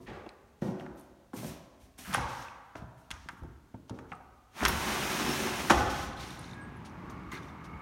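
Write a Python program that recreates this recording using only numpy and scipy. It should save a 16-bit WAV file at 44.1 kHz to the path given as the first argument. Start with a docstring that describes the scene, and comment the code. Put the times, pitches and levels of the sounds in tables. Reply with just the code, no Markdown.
"""A bare, echoing flat: someone steps up to a sliding glass door, works handle and latch and rolls it open.
Heels thump the hard floor as filtered bursts, cloth and soles rustle as gritty noise, and the latch clacks
by ringing frame modes. Rollers grind noise through rail and pane to a bang at the stop. Traffic hum then
enters as shaped noise, with a passing whine and faint chirps, while fingers tick and brush an insect screen.
One microphone held close hears it all, with the bare walls as decaying noise and standing waves."""
import sys
import numpy as np
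from scipy import signal
from scipy.fft import rfft, irfft
from scipy.io import wavfile
from scipy.ndimage import uniform_filter1d

SR = 44100
rng = np.random.default_rng(int(sys.argv[2]) if len(sys.argv) > 2 else 0)


def bounce(signal):
    """Save signal as a 16-bit WAV file at the path given by the first command-line argument."""
    frames = np.transpose(np.atleast_2d(signal))
    limited = np.clip(frames, -1, 1)
    pcm = np.round(limited * 32767).astype(np.int16)
    wavfile.write(sys.argv[1], SR, pcm)


def rack_gain(trim_db):
    """Turn a fader trim in dB into the linear factor to multiply a signal by."""
    fader = np.asarray(trim_db, float)
    return 10 ** (fader / 20)


N = 344421
T = np.arange(N) / SR


def rms1(x):
    """Scale to rms 1."""
    return x / np.sqrt(np.mean(x ** 2))


def colour(x, points):
    """Shape the spectrum by (hz, db) points joined on a log frequency axis."""
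    hz, db = np.transpose(points)
    log_hz = np.log(np.fft.rfftfreq(len(x), 1 / SR) + 1)
    gain = rack_gain(np.interp(log_hz, np.log(hz), db))
    return irfft(rfft(x) * gain, len(x))


def ring(x, hz, width_hz):
    """Two-pole resonance, gain 1 at its centre."""
    b, a = signal.iirpeak(min(hz, .45 * SR), hz / width_hz, SR)
    return signal.lfilter(b, a, x)


def steep(x, hz, width_hz):
    """The resonance twice over, for steeper skirts."""
    return ring(ring(x, hz, width_hz), hz, width_hz)


def glide(hz, width_hz):
    """A narrow band of noise, rms 1, whose centre follows hz."""
    b, a = signal.butter(2, width_hz / 2, fs=SR)
    slow = signal.lfilter(b, a, rng.standard_normal((2, N)))
    phase = 2 * np.pi * np.cumsum(hz) / SR
    return rms1(slow[0] * np.cos(phase) + slow[1] * np.sin(phase))


def walk(rate_hz):
    """Slow random wander, spread near 1: held random values smoothed twice."""
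    k = int(SR / rate_hz)
    held = np.repeat(rng.standard_normal(N // k + 1), k)
    return 1.24 * uniform_filter1d(uniform_filter1d(held, k), k)[:N]


def curves(rows, quiet_db=-120):
    """Columns over time, at quiet_db outside the rows."""
    s, *columns = np.transpose(rows)
    return [np.interp(T, s, column, quiet_db, quiet_db) for column in columns]


def swell(s, rise, hold, fade):
    """Gain that rises, holds, then dies 60 dB in fade seconds."""
    attack = np.clip((T - s) / rise, 0, 1) ** 2
    return attack * 1000 ** (-np.clip((T - s - rise - hold) / fade, 0, 3))


def add(out, s, x, db):
    """Lay x at time s with its peak at db."""
    i = int(s * SR)
    out[i:i + len(x)] += (x * rack_gain(db) / np.abs(x).max())[:N - i]


def burst(t60, rise, snap, size=8192):
    """A contact: rough noise that swells for rise seconds, one snap at the top of the swell, dying in t60."""
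    t = np.arange(size) / SR
    x = rng.standard_normal(size) * 1000 ** (-t / max(t60, .001)) * np.minimum(t / rise, 1)
    x[int(rise * SR)] = snap * np.sqrt(np.sum(x ** 2))
    return x


def grit(spread_db):
    """Dense slips of uneven but bounded size, rms 1."""
    size = np.minimum(rng.exponential(size=N), 3.5)
    return rms1(rng.standard_normal(N) * rack_gain(spread_db * size))


# spectrum of the still flat: pitch_hz, density_db (relative, per Hz)
HUSH_SPECTRUM = [(15, -45), (25, -14), (59, 5.5), (200, -7), (277, -2), (326, -34), (1290, -46),
                 (1440, -22.5), (3620, -24.5), (5000, -27.5), (5880, -28), (11300, -32.5), (16000, -34)]


def hush():
    """The still flat: steady noise with a fixed spectrum."""
    return rack_gain(-65) * rms1(colour(rng.standard_normal(N), HUSH_SPECTRUM))


# bands of the tyre roar: centre_hz (at ROAR_FROM_S), width_hz, relative_level_db, rise_hz_per_s
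ROAR_BANDS = [(882, 220, 1.5, 1), (1076, 160, 4.5, 130.5), (1660, 80, -8.5, 0.5), (2205, 140, -5.5, 1),
              (2800, 200, -18, -1)]
ROAR_FROM_S = 6.58


def tyre_roar():
    """Tyre noise of a car drawing near: noise bands that glide in pitch and waver separately."""
    since = T - ROAR_FROM_S
    bands = sum(rack_gain(db + 3.7 * walk(5.4)) * glide(hz + rise * since, width)
                for hz, width, db, rise in ROAR_BANDS)
    return rack_gain(-9 + 5.5 * since) * rms1(bands)  # grows 5.5 dB per second


# passing vehicle: time_s, pitch_hz, level_db (rms), before the waver
WHINE_PATH = [(6.3, 1650, -68), (6.45, 1640, -63), (6.68, 1654, -56.5), (6.79, 1640, -66)]


def whine():
    """A thin sine whose pitch and level flutter as the vehicle passes."""
    s, hz, db = np.transpose(WHINE_PATH)
    pitch = np.interp(T, s, hz) * (1 + 0.006 * walk(150))
    level = rack_gain(np.interp(T, s, db, -120, -120) + 3.5 * walk(25))
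    return np.sqrt(2) * level * np.sin(2 * np.pi * np.cumsum(pitch) / SR)


# thin chirps: start_s, pitch_hz, peak_db, fade_t60_s
CHIRP_EVENTS = [(6.605, 8500, -58, 0.22), (6.763, 10670, -61, 0.039)]


def chirps():
    """Dying noise bursts squeezed into a narrow band."""
    out = np.zeros(N)
    for s, hz, db, t60 in CHIRP_EVENTS:
        add(out, s, steep(burst(t60, 0.0057, 0.11), hz, 220), db)
    return out


# street level through the opening: time_s, level_db
STREET_LEVEL = [(4.6, -49.5), (5.2, -50.5), (5.8, -49.5), (6.4, -50.5), (6.8, -51), (7.1, -49),
                (7.6, -50.5), (7.81, -50.5)]
# spectrum of the traffic wash: pitch_hz, density_db (relative, per Hz)
TRAFFIC_SPECTRUM = [(15, -36), (25, -57), (53, -9), (123, 0.5), (293, -2), (489, -11), (775, -12.5),
                    (887, -7), (1740, -14.5), (1890, -14.5), (2280, -19.5), (2910, -26), (10400, -51.5),
                    (11600, -46), (16000, -73)]


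def street():
    """Traffic wash in octave bands that wander apart, with tyre roar, whine and chirps."""
    wash = colour(rng.standard_normal(N), TRAFFIC_SPECTRUM)
    bands = [rack_gain(1.1 * walk(4.6)) * ring(wash, hz, 0.7 * hz) for hz in 80 * 2. ** np.arange(8)]
    bass = rack_gain(2.5) * rms1(sum(bands[:2]))
    traffic = rms1(sum(bands[2:])) + bass + tyre_roar()
    return rack_gain(curves(STREET_LEVEL)[0]) * traffic + whine() + chirps()


# weight coming down on the slab: start_s, load_db
BOOM_EVENTS = [(0.03, -50), (0.58, -53), (0.84, -60), (1.42, -50), (1.781, -59), (2.02, -54), (2.17, -42),
               (2.749, -51), (3.08, -50), (3.36, -49), (3.69, -74), (3.88, -60), (3.97, -61), (4.2, -61),
               (4.6, -33.5), (5.68, -33.5), (5.78, -51), (5.97, -52), (7.05, -61), (7.4, -61), (7.7, -55)]


def slab():
    """Low shaking in one broad floor mode, from shifting weight, the rollers and the traffic."""
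    load = sum(rack_gain(db) * swell(s, rise=0.054, hold=0.0098, fade=0.71) for s, db in BOOM_EVENTS)
    load += rack_gain(curves(ROLL_LEVEL)[0] - 48)
    load += rack_gain(curves(STREET_LEVEL)[0] - 5.5 + 2.3 * walk(2.27))
    return load * rms1(steep(rng.standard_normal(N), hz=64.2, width_hz=37.5))


# insect screen in its frame: mode_hz, base_width_hz (scaled by each kind of touch), relative_level_db
MESH_MODES = [(1650, 170, 5), (2110, 340, 7.5), (2730, 270, -9), (3600, 370, 4.5), (4020, 320, -1.5),
              (5850, 250, -2), (6600, 240, -8), (9500, 390, -1.5)]
AT_SCREEN_S = 6.1


def mesh_brush():
    """Fingers damp the mesh, which widens its modes, and catch on its strands, which stutters the level."""
    scratch = grit(3.2)
    modes = sum(rack_gain(db + 4.2 * walk(25)) * steep(scratch, hz, 3 * width) for hz, width, db in MESH_MODES)
    stutter = rack_gain(-5 + 4 * walk(150))
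    return (T > AT_SCREEN_S) * stutter * rms1(modes)


# cloth, soles and door seal brushing: start_s, hold_s, body_fade_t60_s, body_db, sheen_db (before wander)
RUSTLE_EVENTS = [(0.0, 0.038, .2, -72, -72), (0.606, 0.057, 0.6, -59, -66), (0.78, 0.013, 0.51, -72, -76),
                 (0.962, 0.026, 0.53, -72, -67.5), (1.329, 0.019, 0.18, -66, -57),
                 (1.354, 0.12, 0.7, -54, -52.5), (1.79, 0.048, 0.74, -74, -73),
                 (1.973, 0.17, 0.1, -55, -53.5), (2.142, 0.054, 0.73, -48.5, -67),
                 (2.277, .14, 0.45, -58.5, -63), (2.751, 0.014, 0.18, -60.5, -69),
                 (2.963, 0.034, 1, -76, -73.5), (3.112, 0.12, 0.36, -64, -92),
                 (3.294, 0.032, .11, -75, -72), (3.36, .021, .11, -80, -73), (3.872, .012, 0.13, -66, -83),
                 (3.93, 0.052, .15, -70, -93), (4.078, 0.028, 0.19, -68.5, -85.5),
                 (5.713, 0.077, 1, -42, -52), (5.888, 0.15, 0.25, -49.5, -56),
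                 (6.155, 0.022, 0.15, -60, -67), (6.187, 0.14, 0.55, -55, -64),
                 (6.385, 0.14, 0.095, -64.5, -78), (6.84, 0.0071, 0.13, -56, -73),
                 (7.089, 0.0074, 0.098, -62, -64), (7.305, 0.019, 0.24, -56.5, -58.5),
                 (7.356, 0.014, .21, -70, -78), (7.412, 0.073, .21, -70, -76),
                 (7.632, 0.013, 0.074, -59, -71)]
# spectrum of the bright sheen: pitch_hz, density_db (relative, per Hz)
SHEEN_SPECTRUM = [(6000, -5), (8000, -1.5), (9800, 2.5), (10600, -7.5), (12000, 0), (15600, -8)]


def rustle():
    """Fine fibre slips: a duller body and a bright sheen that fades sooner; at the screen the mesh joins in."""
    body = rms1(steep(grit(1.5), 2470, 4040) + 0.74 * ring(grit(1.2), 5690, 610)) + mesh_brush()
    sheen = rms1(colour(grit(1.2), SHEEN_SPECTRUM))
    out = np.zeros(N)
    for s, hold, fade, body_db, sheen_db in RUSTLE_EVENTS:
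        out += rack_gain(body_db) * swell(s, 0.014, hold, fade) * body
        out += rack_gain(sheen_db) * swell(s, 0.014, hold, 0.49 * fade) * sheen
    return rack_gain(walk(40)) * out


# a sole, then the handle lever, dragging: start_s, hold_s, fade_t60_s, level_db (before wander), centre_hz
SCRAPE_EVENTS = [(0.051, 0.032, 0.18, -53, 1750), (0.112, 0.026, 0.56, -53.5, 1400),
                 (0.08, 0.054, 0.3, -71, 2880), (1.34, 0.18, 0.23, -59.5, 890),
                 (1.966, 0.012, 0.069, -59, 954), (2.034, .05, .11, -50.5, 1400),
                 (2.088, 0.056, 0.072, -45, 1330), (2.117, 0.018, 0.038, -32.5, 1210),
                 (3.104, 0.032, 0.21, -52, 1170), (4.113, 0.016, 0.24, -59, 1190),
                 (7.311, 0.01, 0.14, -48, 1620), (7.342, 0.012, 0.16, -50.5, 1490)]


def scrapes():
    """Coarse stick-slip grit in a broad resonance."""
    out = np.zeros(N)
    for s, hold, fade, db, hz in SCRAPE_EVENTS:
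        drag = rms1(steep(grit(2.9), hz, 1.03 * hz))
        out += rack_gain(db + 0.42 * walk(48)) * swell(s, 0.021, hold, fade) * drag
    return out


# dry ticks of fingers and plastic: start_s, peak_db, centre_hz
TICK_EVENTS = [(0.263, -52, 2800), (0.2902, -44.5, 2390), (0.2906, -42, 4300), (0.291, -55, 8300),
               (0.797, -43.5, 2920), (0.959, -58, 13600), (0.996, -50, 11300), (1.01, -51, 9400),
               (1.986, -41, 9000), (2.143, -23.5, 9500), (2.423, -45, 6100), (2.483, -42, 2570),
               (3.045, -65, 3000), (3.138, -49, 5800), (3.434, -60, 11000), (4.117, -43, 2530),
               (4.118, -40, 2150), (4.13, -38, 1230), (4.134, -40, 1250), (4.119, -39, 756),
               (4.13, -59, 8400), (4.152, -55, 8400), (6.174, -50, 4000), (6.226, -54, 9500),
               (6.258, -48, 3800), (6.285, -49.5, 9200), (6.304, -40.5, 3910), (6.305, -45.5, 9500),
               (6.3916, -42, 9600), (6.413, -50, 9400), (6.441, -45, 3930), (6.478, -52, 3800),
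               (6.494, -50, 4000), (6.511, -46, 4000), (6.512, -54, 6300), (6.532, -47, 3740),
               (6.533, -56, 4500), (6.533, -47, 2500), (6.547, -64, 7500), (6.857, -63, 4130),
               (6.8957, -60, 5900), (7.098, -49, 6400), (7.316, -45, 2060), (7.319, -38, 1120),
               (7.322, -39, 1880), (7.348, -42, 2200), (7.356, -44, 2100), (7.398, -43, 1100),
               (7.4, -53, 2150), (7.412, -52, 2200), (7.428, -51, 2300), (7.432, -54, 3550),
               (7.325, -37, 1130), (7.326, -34, 1650), (7.333, -42, 1800), (7.338, -39, 1090),
               (7.363, -43, 1500), (7.379, -41.5, 1650), (7.388, -43, 1300), (7.317, -47, 6800),
               (7.318, -43, 2900), (7.325, -53, 4600), (7.332, -52, 9400), (7.35, -47, 3600),
               (7.352, -52, 5850), (7.373, -44.5, 4400), (7.381, -51, 3600), (7.431, -53, 5850),
               (7.484, -58, 5900), (7.488, -56, 3530), (7.643, -64, 3700)]


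def ticks():
    """Short bright scratches; at the screen they ring the mesh."""
    out = np.zeros(N)
    for s, db, hz in TICK_EVENTS:
        tick = steep(burst(0.0053, 0.0039, 0.26), hz, 0.19 * hz)
        if s > AT_SCREEN_S:
            mesh = sum(rack_gain(m_db) * ring(tick, m_hz, 0.29 * width) for m_hz, width, m_db in MESH_MODES)
            tick = tick + rack_gain(10) * mesh
        add(out, s, tick, db)
    return out


# heel and toe on the floor, thuds of the pane: start_s, thump_peak_db, thump_hz, slap_peak_db,
# room_share_db (relative to the near sound)
STEP_EVENTS = [(0.001, -44, 226, -73, 3.5), (0.078, -41.5, 183, -42, 8), (0.169, -36.5, 317, -47, -6.5),
               (0.262, -38, 313, -45, -20), (0.619, -21.5, 229, -33.5, 1), (0.681, -27.5, 176, -50, 0.5),
               (0.729, -52, 230, -58, 17.5), (1.333, -31.5, 237, -56, -1.5), (1.369, -37.5, 158, -53, 5.5),
               (1.428, -33, 377, -49, -3.5), (1.443, -30.5, 168, -45, -4), (1.467, -38, 149, -49, -14),
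               (1.851, -58, 240, -67, 7), (1.986, -43.5, 192, -49, 2), (2.069, -44.5, 203, -51, 12),
               (2.169, -33.5, 128, -28.5, 4), (2.752, -35.5, 230, -36.5, -6), (2.818, -36, 131, -61, -1.5),
               (3.106, -43.5, 188, -60, -5), (3.255, -45, 217, -61, -1.5), (3.33, -44.5, 121.6, -66, -3),
               (3.418, -38, 104, -66, -1), (3.444, -35.5, 189, -62, -4.5), (3.74, -34, 122, -62, -3),
               (3.902, -34.5, 121, -46, -2), (3.906, -33.5, 295, -65, -1), (3.929, -40.5, 222, -74, 4),
               (4.116, -42, 128, -36.5, -2.5), (4.626, -21, 412, -33, -22), (4.698, -27, 197, -52, -7),
               (5.702, -13.5, 228, -13.5, -3.5), (5.72, -32, 165, -19, -20), (5.8, -33.5, 105, -29, 6.5),
               (7.329, -33.5, 190, -59, -0.5)]


def steps():
    """A soft push thumps floor or pane, a slap above it; returns the near sound and what the room hears."""
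    near, far = np.zeros(N), np.zeros(N)
    for s, db, hz, slap_db, room_db in STEP_EVENTS:
        thump = steep(burst(0.047, .004, 0.29), hz, 1.094 * hz)
        slap = ring(steep(burst(0.047, .003, 0.2), 680, 1220), 480, 2100)
        for bus, send_db in ((near, 0), (far, room_db)):
            add(bus, s, thump, db + send_db)
            add(bus, s, slap, slap_db + send_db)
    return near, far


# latch spring: pitch_hz, relative_level_db, fade_t60_s
SPRING_MODES = [(5550, -8, 0.12), (9820, -2, 0.07), (11690, 0.5, 0.078), (14700, -10, 0.091)]


def latch_spring():
    """The latch spring pings once as a few decaying sines."""
    out, t = np.zeros(N), T[:8192]
    ping = sum(rack_gain(db) * np.sin(2 * np.pi * hz * t) * 1000 ** (-t / t60) for hz, db, t60 in SPRING_MODES)
    add(out, 4.683, ping, -23)
    return out


# what frame and handle ring with: mode_hz, relative_level_db, ring_s (sets both width and gain)
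FRAME_MODES = [(807, -0.5, 0.081), (876, -27, 0.21), (924, -5, 0.18), (1400, -5, 0.064),
               (1550, -2.5, 0.041), (1710, -13, 0.05), (2200, -6, 0.087), (2770, -12, 0.12)]
UNLATCHED_S = 4.5


def frame_body(hit, centre_hz, scatter, loose):
    """The contact and the frame modes that it reaches; once off the latch the frame hardly rings."""
    contact = steep(steep(hit, centre_hz, 1.77 * centre_hz), centre_hz, 1.46 * centre_hz)
    modes = sum(rack_gain(db) * 15 * ring_s * ring(contact, hz * k, 4.1 / ring_s)
                for (hz, db, ring_s), k in zip(FRAME_MODES, scatter))
    return contact + rack_gain(-18 * loose) * modes


# what the handle adds to a crack: mode_hz, width_hz, relative_level_db
HANDLE_MODES = [(3320, 460, -1), (5560, 370, -5), (6600, 440, -10.5), (9600, 500, -9.5)]


def handle_crack(hit):
    """The bright edge of the blow, coloured by the handle."""
    edge = steep(hit, 3900, 6500)
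    return edge + rack_gain(6) * sum(rack_gain(db) * ring(edge, hz, width) for hz, width, db in HANDLE_MODES)


# blows on handle, latch and frame: start_s, peak_db, centre_hz, crack_peak_db,
# room_share_db (before BLOW_TO_ROOM_DB)
KNOCK_EVENTS = [(0.263, -40.5, 634, -55, -25), (0.797, -41, 1100, -52, -5), (0.808, -41, 1400, -56, -5),
                (0.862, -41, 1240, -60, -5), (1.3325, -36, 930, -51, -9), (1.339, -42, 930, -62, -12),
                (1.444, -50, 655, -41, -15), (2.048, -41, 1950, -58, 2), (2.129, -40, 1300, -34, -15),
                (2.137, -37, 1370, -26.5, 2), (2.146, -14.5, 1530, -29, -7), (2.149, -18.5, 864, -38, -9),
                (2.178, -28, 900, -55, -9), (2.231, -31, 1500, -55, -1), (2.258, -35, 940, -58, -8),
                (2.366, -39, 1400, -60, 1), (2.415, -38, 960, -64, -8), (2.755, -34.5, 1150, -47, -7.5),
                (3.105, -36, 1220, -31, -23), (3.112, -30.5, 2150, -24.5, -12), (3.14, -44, 1090, -46, -12),
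                (3.2867, -27.5, 1400, -36, -10.5), (3.291, -30, 1260, -60, -18),
                (3.302, -38, 1160, -70, -13), (3.434, -42, 650, -56, -22), (3.743, -40.5, 650, -68, -18),
                (3.75, -52, 800, -70, -14), (3.895, -35.5, 600, -39.5, -19), (3.988, -38.5, 1270, -50, -5),
                (4.119, -36, 1250, -70, -12), (4.123, -34, 1120, -70, -9), (4.208, -46, 1100, -75, -9),
                (4.606, -22.5, 1330, -50, 6), (4.634, -32, 990, -25.5, -19), (4.651, -12.5, 1320, -12, -14),
                (4.66, -12.5, 1660, -43, -10), (4.681, -40, 1280, -18, -20), (5.698, -13, 1160, -19, -17),
                (5.702, -10.5, 1300, -12.5, -2), (5.706, -5.5, 1270, -19, -18),
                (5.711, -15.5, 716, -15.5, -7.5), (5.718, -18, 890, -24, -16), (7.318, -43, 1800, -47, -6)]
BLOW_TO_ROOM_DB = 3


def knocks():
    """Each blow cracks and rings the frame; the rattle is close, the room hears the bare blow."""
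    near, far, blow = np.zeros(N), np.zeros(N), signal.unit_impulse(8192)
    for s, db, centre_hz, crack_db, room_db in KNOCK_EVENTS:
        scatter = 1 + 0.016 * rng.standard_normal(len(FRAME_MODES))  # modes shift a little each blow
        loose = s > UNLATCHED_S
        add(near, s, frame_body(burst(0.031, .0008, 0.7), centre_hz, scatter, loose), db)
        add(near, s, handle_crack(burst(0.031, .001, 0.6)), crack_db)
        # the hollow frame feeds the walls a darker sound than the hand's side
        dark_hz, dark_width_hz = (1200, 4200) if loose else (1100, 1500)
        dark = ring(frame_body(blow, centre_hz, scatter, loose), dark_hz, dark_width_hz)
        send_db = room_db + BLOW_TO_ROOM_DB
        add(far, s, dark, db + send_db)
        add(far, s, handle_crack(blow), crack_db + send_db)
    return near + latch_spring(), far


# rail and frame under the rollers: mode_hz, width_hz, relative_level_db (before wander)
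RAIL_MODES = [(890, 260, 2.5), (1270, 180, -12), (1650, 500, -6), (2030, 210, 1), (2460, 280, 1),
              (3480, 300, -12)]


def rail():
    """Rollers grind grit on the rail, ringing rail and frame modes that waver separately."""
    grind = grit(2.2) * rack_gain(0.95 * walk(90))
    modes = sum(rack_gain(db + 3.5 * walk(14)) * ring(grind, hz, width) for hz, width, db in RAIL_MODES)
    return rms1(modes + rack_gain(17) * steep(grind, 1050, 2260))


# the heavy pane: mode_hz, width_hz, relative_level_db
PANE_MODES = [(61, 150, -21), (142, 33, -4), (224, 76, 0.5), (293, 33, 0), (372, 48, 0)]


def pane():
    """The heavy pane shakes in its low modes."""
    shake = grit(0.95) * rack_gain(2 * walk(30))
    return rms1(sum(rack_gain(db) * steep(shake, hz, width) for hz, width, db in PANE_MODES))


# spectrum of the seal hiss: pitch_hz, density_db (relative, per Hz)
SEAL_SPECTRUM = [(1760, -41), (3000, 1), (4770, -4), (5560, 1.5), (7800, -6.5), (9280, -2.5), (10500, -8),
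                 (12300, -6), (15200, -13), (15900, -7)]


def seal_hiss():
    """The seal brushes along as coloured grit of wandering level."""
    return rms1(colour(grit(2.5), SEAL_SPECTRUM) * rack_gain(walk(30)))


# the seal squeaks: time_s, pitch_hz, level_db
SQUEAK_PATH = [(5.17, 5600, -64), (5.21, 5550, -52), (5.24, 5420, -61), (5.31, 5400, -43.5),
               (5.36, 5350, -60)]


def seal_squeak():
    """A narrow noise band that slides in pitch."""
    s, hz, db = np.transpose(SQUEAK_PATH)
    return rack_gain(np.interp(T, s, db, -120, -120)) * glide(np.interp(T, s, hz), 100)


# door breaking free, catching, then running to the stop: time_s, rolling_db
ROLL_LEVEL = [(4.5, -80), (4.568, -49), (4.594, -43.5), (4.62, -41.5), (4.7, -35), (4.75, -38.5),
              (4.92, -35.5), (4.97, -36.5), (5.05, -36), (5.2, -35), (5.33, -36.5), (5.43, -36.5),
              (5.5, -37.5), (5.65, -39.5), (5.71, -38)]
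# the pane shudders over rough rail: start_s, level_db
JUDDER_EVENTS = [(4.603, -39), (4.68, -59), (4.98, -47), (5.2, -44), (5.27, -38.5), (5.39, -43),
                 (5.45, -50)]


def door():
    """Rolling drives rail, pane and seal together; judders shake the pane further and the seal squeaks."""
    rolling = rack_gain(curves(ROLL_LEVEL)[0])
    judder = sum(rack_gain(db) * swell(s, rise=0.014, hold=0.017, fade=0.28) for s, db in JUDDER_EVENTS)
    rumble = (rack_gain(-6.5) * rolling + judder) * pane()
    running = rolling * (rail() + rack_gain(-6) * seal_hiss())
    return seal_squeak() + rack_gain(0.65 * walk(17)) * (running + rumble)


# decay of the bare walls: band_hz, fade_t60_s, relative_level_db
ROOM_BANDS = [(48.3, 0.58, -5), (136, 0.53, 7), (407, 0.67, 3), (890, 1.55, 6.5), (2300, 0.69, 1),
              (6400, 0.26, -2), (14000, 0.38, 8)]
# standing waves: pitch_hz, relative_level_db, fade_t60_s
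STANDING_WAVES = [(118.8, -18.5, 0.57), (199.6, -25, 0.52), (261.7, -22, 0.97), (373.6, -21.5, 1)]


def room_tail(t):
    """Bare walls: dense noise of unit energy, each band with its own decay, and a few standing waves."""
    noise = rng.standard_normal(len(t)) * np.clip((t - .003) / 0.0026, 0, 1)
    tail = sum(rack_gain(db) * ring(noise, hz, hz) * 1000 ** (-t / t60) for hz, t60, db in ROOM_BANDS)
    tail += sum(rack_gain(db) * np.sin(2 * np.pi * hz * t) * 1000 ** (-t / t60)
                for hz, db, t60 in STANDING_WAVES)
    return tail / np.sqrt(np.sum(tail ** 2))


def room(x):
    """The microphone keeps moving, so every stance hears its own tail, crossfaded into the next."""
    t, out = T[:70000], np.zeros(N)
    hop = int(.16 * SR)  # one stance
    for i in range(0, N + hop, hop):
        span = np.arange(max(i - hop, 0), min(i + hop, N))
        first = max(span[0] - len(t), 0)
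        wet = signal.fftconvolve(x[first:span[-1] + 1], room_tail(t))
        out[span] += wet[span - first] * np.cos(np.pi * (span - i) / (2 * hop))
    return out


def scene():
    """Steps and blows send their own share to the room; brushing, scraping and rolling are close, with a
    smaller fixed share sent to it."""
    feet, feet_far = steps()
    hand, hand_far = knocks()
    fine = ticks() + rustle()
    drag = scrapes()
    roll = door()
    wet = room(feet_far + hand_far + rack_gain(-12.5) * fine + rack_gain(-9) * drag + rack_gain(-13) * roll)
    mono = feet + hand + fine + drag + roll + wet + slab() + street() + hush()
    return np.array([mono, mono])


def band_limit(x):
    """A steep low-pass at the top of the band."""
    return signal.sosfilt(signal.butter(12, 16660, fs=SR, output="sos"), x)


def record(dry):
    """The microphone port lifts a band near 6.4 kHz, loses deepest bass and top, and rounds the loudest peaks."""
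    port = dry + 0.34 * ring(dry, 6440, 530)
    low_pass = signal.ellip(10, .3, 60, 15850, fs=SR, output="sos")
    high_pass = signal.butter(2, 30, "high", fs=SR, output="sos")
    banded = signal.sosfilt(high_pass, signal.sosfilt(low_pass, port))
    ceiling = .5
    mix = ceiling * np.tanh(banded / ceiling)
    return band_limit(mix)


dry = scene()
out = record(dry)
bounce(out)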